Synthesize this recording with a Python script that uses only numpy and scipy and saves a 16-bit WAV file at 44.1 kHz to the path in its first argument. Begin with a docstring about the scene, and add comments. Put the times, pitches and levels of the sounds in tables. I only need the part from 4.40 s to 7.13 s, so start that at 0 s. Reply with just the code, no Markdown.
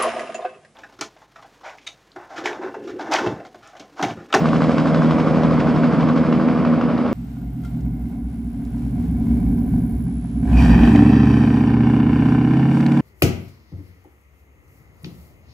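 """A small helicopter flies away over a field: a tail rotor buzz and slaps amid a roar of churned air.
The buzz is a train of tail blade pulses; slaps come where a tail blade meets a main blade's vortex.
The main blades swish, rasp and crack: noise with a gain at the main blade rate or in listed bursts.
Behind them are a scattered return, a brief whistle, the camera's thin whine and microphone hiss.
Growing air loss dulls the rotors; a left/right filter places them between two microphones."""
import sys
import numpy as np
from scipy import signal
from scipy.fft import rfft, irfft, next_fast_len
from scipy.io import wavfile
from scipy.ndimage import uniform_filter1d, map_coordinates

SR = 44100
rng = np.random.default_rng(int(sys.argv[2]) if len(sys.argv) > 2 else 0)


def unload_audio(sound):
    """Save the sound as a 16-bit wav file, at the path given as the first command line argument."""
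    columns = np.transpose(np.atleast_2d(sound))
    # keep every value between -1 and 1, then stretch to whole-number steps
    steps = np.round(np.clip(columns, -1, 1) * 32767)
    wavfile.write(sys.argv[1], SR, steps.astype(np.int16))


N = 120393

# blade passing rates and reference passes
TAIL_HZ, TAIL_START_S = 79.78, 0.0072
MAIN_HZ, MAIN_START_S = 12.276, 0.0588
# vortex cores cut by a tail blade: (time [s], knock peak before trim [dB], edge peak before trim [dB])
CORE_CUTS = [(.0433, -14, -37), (0.0571, -8.5, -32), (0.1323, -9, -38.5), (0.1467, -23, -34),
             (0.1596, -14.5, -37), (0.2062, -11.5, -38), (0.2209, -10.5, -22.5), (0.247, -21.5, -42),
             (0.2798, -22, -31.5), (0.2945, -11, -35.5), (.309, -12.5, -32.5), (.3834, -12, -28.5),
             (0.3956, -18, -34), (0.4575, -12, -30.5), (.4719, -19.5, -37), (0.547, -9.5, -26.5),
             (0.5604, -18.5, -30), (0.5726, -15, -26), (.6211, -9.5, -30.5), (0.6344, -16.5, -34),
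             (0.7093, -12, -25.5), (0.7225, -21, -35), (0.7852, -16.5, -36), (0.8006, -18, -38),
             (0.873, -15, -36.5), (0.946, -13, -31), (1.021, -17, -34), (1.0344, -13, -29.5),
             (1.0494, -13.5, -33), (1.11, -14, -31), (1.1793, -14, -35), (1.1989, -20, -26),
             (1.2123, -18, -35), (1.2727, -18, -32.5), (1.3751, -20.5, -41.5), (1.4358, -17.5, -36.5),
             (1.4522, -18.5, -32.5), (1.5988, -17.5, -32.5), (1.613, -20.5, -37), (1.6298, -18, -29),
             (1.674, -19.5, -46), (1.7007, -13.5, -33), (1.7604, -15, -37), (1.7751, -15, -38),
             (1.839, -19.5, -44), (1.926, -14, -37), (1.9989, -16, -42), (2.0881, -19.5, -32),
             (2.1614, -15.5, -34.5), (2.176, -19, -43), (2.2502, -12.5, -25.5), (2.4121, -14, -27),
             (2.4879, -15.5, -40), (2.5772, -16.5, -33.5), (2.6502, -21, -38.5), (2.683, -19, -41)]


def amp(db):
    """Decibels to gain."""
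    return 10 ** (np.asarray(db) / 20)


def unit(x):
    """Scale to rms 1."""
    return x / np.sqrt(np.mean(x ** 2) + 1e-20)


def clock():
    """Time of each sample [s]."""
    return np.arange(N) / SR


def along(points, hz):
    """Interpolate (frequency [Hz], value) points on a log frequency axis."""
    point_hz, values = np.transpose(points)
    return np.interp(np.log(hz + 1), np.log(point_hz + 1), values)


def track(points):
    """Gain curve through (time [s], level [dB]) points, linear in dB."""
    s, db = np.transpose(points)
    return amp(np.interp(clock(), s, db))


def wobble(knots_per_s):
    """Smooth random curve through normally distributed knots."""
    knots = rng.standard_normal(int(N * knots_per_s / SR) + 4)
    return map_coordinates(knots, [clock() * knots_per_s])


def filtered(x, response):
    """Filter x by a complex response of frequency, zero-padded against wrap-around."""
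    size = 2 * next_fast_len(N)
    hz = np.fft.rfftfreq(size, 1 / SR)
    return irfft(rfft(x, size) * response(hz), size)[..., :N]


def noise(spectrum):
    """Gaussian noise of the given colour, rms 1."""
    return unit(filtered(rng.standard_normal(N), lambda hz: amp(along(spectrum, hz))))


def pulses(times_s, peaks, spectrum, size=4096):
    """Train of minimum-phase pressure pulses of the given colour and peaks."""
    log_gain = np.log(amp(along(spectrum, np.fft.rfftfreq(size, 1 / SR))))
    # fold the cepstrum to make the pulse causal
    cepstrum = irfft(log_gain)
    cepstrum[1:size // 2] *= 2
    cepstrum[size // 2 + 1:] = 0
    shape = irfft(np.exp(rfft(cepstrum)))
    shape = shape / np.abs(shape).max()
    # late pulses land in a spare last slot, which is cut off
    slots = np.clip(np.round(times_s * SR).astype(int), 0, N)
    train = np.bincount(slots, peaks, N + 1)[:N]
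    return signal.fftconvolve(train, shape)[:N]


def throb(rate_hz, start_s, depth_db):
    """Gain of rms 1 that swells once a blade pass, by +/- depth_db."""
    return unit(amp(depth_db * np.cos(2 * np.pi * rate_hz * (clock() - start_s))))


def steady(x, span_s):
    """Even out the slow swells of x: divide by its running rms."""
    power = np.abs(uniform_filter1d(x ** 2, int(span_s * SR)))
    return unit(x / np.sqrt(power + 1e-9))


def tail_blades():
    """Times at which a tail blade passes [s]."""
    return np.arange(TAIL_START_S, N / SR, 1 / TAIL_HZ)


def buzz(lead_s=0.00024, rough=0.026, waver_db=0.14):
    """Each tail blade sends one low pulse; its colour crossfades from near to far behind."""
    # pulse colours: (frequency [Hz], relative level [dB])
    near_colour = [(30, -48.5), (80, -15.5), (160, 1), (240, 0), (320, -8.5), (400, -14), (480, -10.5),
                   (560, -11.5), (720, -18.5), (1500, -39), (4000, -84)]
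    far_colour = [(30, -47.5), (80, -17), (160, -3), (240, 3), (320, -6.5), (400, -12.5), (480, -10.5),
                  (560, -17), (720, -27), (1500, -37), (4000, -85)]
    # crossfade: (start [s], end [s])
    turn_s = (0.64, 2.25)
    s = tail_blades()
    peaks = 1 + rough * rng.standard_normal(len(s))
    near = unit(pulses(s - lead_s, peaks, near_colour))
    far = unit(pulses(s - lead_s, peaks, far_colour))
    farness = np.interp(clock(), turn_s, [0, 1])
    return (near + (far - near) * farness) * amp(waver_db * wobble(7.56))


def slaps(lead_s=0.0001, jitter_s=0.00027):
    """Near misses: a tail blade slaps harder the closer it passes to a main blade's vortex."""
    # (frequency [Hz], relative level [dB])
    slap_colour = [(100, -28.5), (350, -8), (600, 7), (830, -1.5), (1100, 14), (1550, -0.5), (1850, -17.5),
                   (3000, -25.5), (6000, -41), (12000, -74)]
    vortex_lead_s, rise_s, fall_s = 0.0039, 0.0085, 0.023
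    level_db, growth_db_per_s, scatter_db = -18, 0.64, 0.5
    s = tail_blades()
    # time from the nearest vortex, negative before it
    cycles = (s - MAIN_START_S + vortex_lead_s) * MAIN_HZ
    miss_s = ((cycles + 0.5) % 1 - 0.5) / MAIN_HZ
    closeness = np.exp(np.where(miss_s < 0, -(miss_s / rise_s) ** 2, -miss_s / fall_s))
    # passes that cut a core belong to hard_slaps
    core_s = np.transpose(CORE_CUTS)[0]
    misses_core = np.abs(s[:, None] - core_s).min(axis=1) > 0.5 / TAIL_HZ
    spread, jitter = rng.standard_normal((len(s), 2)).T
    peaks = misses_core * closeness * amp(level_db + growth_db_per_s * s + scatter_db * spread)
    return pulses(s - lead_s + jitter_s * jitter, peaks, slap_colour)


def hard_slaps(delay_s=-0.00019, knock_trim_db=0.5, edge_trim_db=-1):
    """A tail blade cuts right through a vortex core: a sharp-edged knock, repeated at once by the ground."""
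    # knock and edge colours: (frequency [Hz], relative level [dB])
    knock_colour = [(100, -27.5), (400, -9), (700, -1), (1100, 3.5), (1500, 0.5), (1900, -22.5),
                    (3000, -22), (6000, -46), (12000, -86.5)]
    edge_colour = [(500, -29), (1500, -5), (2300, -4), (3200, -3.5), (5000, -9.5), (8000, -35.5),
                   (12000, -70)]
    ground_s, ground_db, ground_lowpass_hz = 0.00168, -7.5, 1490
    s, knock_db, edge_db = np.transpose(CORE_CUTS)
    s = s + delay_s
    knocks = pulses(s, amp(knock_db + knock_trim_db), knock_colour)
    edges = pulses(s, amp(edge_db + edge_trim_db), edge_colour)

    def with_ground(hz):
        """Direct sound plus one delayed, dulled bounce."""
        bounce = amp(ground_db) * np.exp(-2j * np.pi * hz * ground_s)
        return 1 + bounce / (1 + 1j * hz / ground_lowpass_hz)

    return filtered(knocks + edges, with_ground)


def roar():
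    """Low, even turbulence, pumped gently by the tail blades."""
    # (frequency [Hz], relative level [dB])
    roar_colour = [(20, -54.5), (50, -25), (80, -20), (110, -16), (150, -4.5), (200, -3), (275, -0.5),
                   (320, -9), (370, -19.5), (600, -23), (2000, -88)]
    return steady(noise(roar_colour), span_s=0.091) * throb(TAIL_HZ, TAIL_START_S + 0.00064, depth_db=0.2)


def chop():
    """Rougher air noise, swelling slightly at the main blade rate."""
    # (frequency [Hz], relative level [dB])
    chop_colour = [(200, -33.5), (380, -6.5), (520, 2), (680, -0.5), (830, -7.5), (1100, -5), (1500, -12),
                   (1850, -18), (2300, -18), (4000, -64)]
    return noise(chop_colour) * throb(MAIN_HZ, MAIN_START_S, depth_db=0.26)


def wake(lead_s=0.015, rise_s=0.0049, fall_s=0.034):
    """Each main blade leaves rough air, which the tail blades shred into a short rasp."""
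    # (frequency [Hz], relative level [dB])
    wake_colour = [(300, -22.5), (600, 0.5), (830, -1), (1100, 3), (1500, 0), (1850, -18.5), (2400, -11),
                   (3500, -22), (6000, -26), (10000, -65)]
    age_s = (clock() - MAIN_START_S + lead_s) % (1 / MAIN_HZ)
    gust = unit((1 - np.exp(-age_s / rise_s)) * np.exp(-age_s / fall_s))
    return noise(wake_colour) * gust * throb(TAIL_HZ, TAIL_START_S + 0.00041, depth_db=5)


def swish(lag_s=0.018):
    """Bright air noise that swells once a main blade pass."""
    # (frequency [Hz], relative level [dB])
    swish_colour = [(500, -3), (1200, -2.5), (1850, -2), (2300, -1.5), (3200, -3.5), (4000, -8.5),
                    (5100, -8), (6000, -16), (8000, -20.5), (9500, -29), (10500, -50.5), (15000, -64.5)]
    return noise(swish_colour) * throb(MAIN_HZ, MAIN_START_S + lag_s, depth_db=1.63)


def cracks(trim_db=-1, rise_s=0.0002, t60_s=0.033):
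    """Short bright noise bursts where a blade hits rough air."""
    # (time [s], level before trim [dB]); all bursts share one rise and decay
    bursts = [(0.059, -31.5), (0.087, -28.5), (0.1634, -29), (0.218, -32.5), (0.2398, -28.5), (0.3152, -30),
              (0.382, -24.5), (0.399, -31), (0.473, -29.5), (0.486, -35.5), (0.545, -27), (0.7094, -27.5),
              (0.7996, -29.5), (0.875, -37.5), (1.035, -29.5), (1.2023, -24.5), (1.2904, -37.5),
              (1.3632, -30), (1.4407, -28.5), (1.453, -38.5), (1.6068, -27.5), (1.628, -31.5),
              (1.6888, -30.5), (1.762, -28.5), (1.776, -26.5), (1.8655, -31.5), (1.927, -27.5),
              (1.954, -32), (2.0853, -30.5), (2.2506, -27.5), (2.4135, -26.5), (2.578, -27.5)]
    # (frequency [Hz], relative level [dB])
    crack_colour = [(800, -9), (2000, 2.5), (2800, -1), (4000, -8.5), (5200, -11), (8000, -27.5),
                    (10000, -50), (15000, -69.5)]
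    envelope = np.zeros(N)
    for s, db in bursts:
        age_s = np.maximum(clock() - s, 0)
        decay = amp(db + trim_db - 60 * age_s / t60_s)
        envelope += decay * (1 - np.exp(-age_s / rise_s))
    return envelope * noise(crack_colour)


def receding(x, loss_db_per_s=5, loss_hz=7500):
    """Air takes more treble with distance: crossfade to a loss that grows as frequency squared."""
    end_loss_db = loss_db_per_s * N / SR  # at loss_hz
    far = filtered(x, lambda hz: amp(-end_loss_db * (hz / loss_hz) ** 2))
    return x + (far - x) * np.linspace(0, 1, N)


def whistle():
    """Brief faint sine that mostly sinks in pitch."""
    # (time [s], frequency [Hz], level [dB])
    glide = [(.55, 3416, -70), (.59, 3430, -46), (.65, 3390, -55), (.69, 3300, -47), (.76, 3200, -74)]
    s, hz, db = np.transpose(glide)
    envelope = np.interp(clock(), s, amp(db), left=0, right=0)
    phase = 2 * np.pi * np.cumsum(np.interp(clock(), s, hz)) / SR
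    return envelope * np.sin(phase)


def stereo(x):
    """Two-microphone image: level and phase offsets by frequency, split evenly between the sides."""
    # (frequency [Hz], left minus right [dB])
    pan = [(30, -0.5), (45, 0.5), (85, 7.5), (130, 0.5), (200, 0), (400, -2.5), (720, 0), (900, -2.4),
           (1400, 0.5), (3000, -0.5)]
    # (frequency [Hz], phase by which left leads [rad])
    lead = [(30, -1), (90, -.9), (150, -0.64), (300, -0.37), (420, 0.11), (780, 0), (950, 0.099),
            (1350, 0.39), (1700, .08), (3000, 0.043), (4000, 0.56)]
    sides = np.array([[0.5], [-0.5]])
    return filtered(x, lambda hz: amp(sides * along(pan, hz)) * np.exp(1j * sides * along(lead, hz)))


def scatter(level_db=-41):
    """Diffuse noise scattered by trees and field, opposite in polarity left and right."""
    # (frequency [Hz], relative level [dB])
    scatter_colour = [(30, -17.5), (100, -15.5), (160, -6), (250, -1), (320, 2), (400, -10), (700, -8.5),
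                      (1200, -11), (1600, -28.5), (2200, -25.5), (3000, -39), (4000, -37.5), (5200, -32),
                      (6000, -47), (12000, -48)]
    return np.array([[1], [-1]]) * amp(level_db) * noise(scatter_colour)


def whine(flutter_db=2.5):
    """Thin sines from inside the camera, fixed in pitch and fluttering in level."""
    # (frequency [Hz], peak level before flutter [dB])
    tones = [(4694, -60.5), (5094, -66.5), (5394, -71.5), (6294, -70), (9292, -85.5)]
    total = np.zeros(N)
    for hz, db in tones:
        total += amp(db + flutter_db * wobble(9.5)) * np.sin(2 * np.pi * hz * clock())
    return total


def hiss(level_db=-65.5, side_db=4.5):
    """Faint noise of the two microphones, as independent mid and side parts."""
    # (frequency [Hz], relative level [dB])
    hiss_colour = [(30, 4.5), (300, 2.5), (5000, -7), (9300, -1.5), (10300, -8), (15000, -27.5)]
    mid = noise(hiss_colour)
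    side = amp(side_db) * noise(hiss_colour)
    return amp(level_db) * np.array([mid + side, mid - side])


def scene():
    """The helicopter ahead of a close pair of microphones."""
    # air levels before trims: (time [s], bass [dB], middle [dB], treble [dB])
    air_levels = [(0, -18, -24, -39.5), (.4, -15.5, -23, -39.5), (1.0, -16.5, -22.5, -40.5),
                  (1.6, -14.5, -23, -40), (1.9, -16.5, -24.5, -41), (2.25, -16.5, -24.5, -41.5),
                  (2.72, -19, -26, -41.5)]
    # (time [s], level [dB])
    buzz_level = [(0, -18.5), (.4, -18.5), (1.1, -17), (1.55, -20.5), (2.05, -17.5), (2.45, -20),
                  (2.72, -22)]
    s, *columns_db = np.transpose(air_levels)
    bass, middle, treble = [amp(np.interp(clock(), s, db)) for db in columns_db]
    tail = track(buzz_level) * buzz()
    air = bass * amp(-3) * roar()
    air += middle * (amp(-2.5) * chop() + amp(-12) * wake())
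    air += treble * amp(0.5) * swish()
    rotors = receding(tail + air + slaps() + hard_slaps() + cracks())
    # the scatter follows the middle level
    background = unit(middle) * scatter() + whine() + hiss()
    return stereo(rotors + whistle()) + background


def record(dry):
    """The camera keeps nothing from 15.2 kHz up."""
    return filtered(dry, lambda hz: hz < 15200)


dry = scene()
out = record(dry)
unload_audio(out)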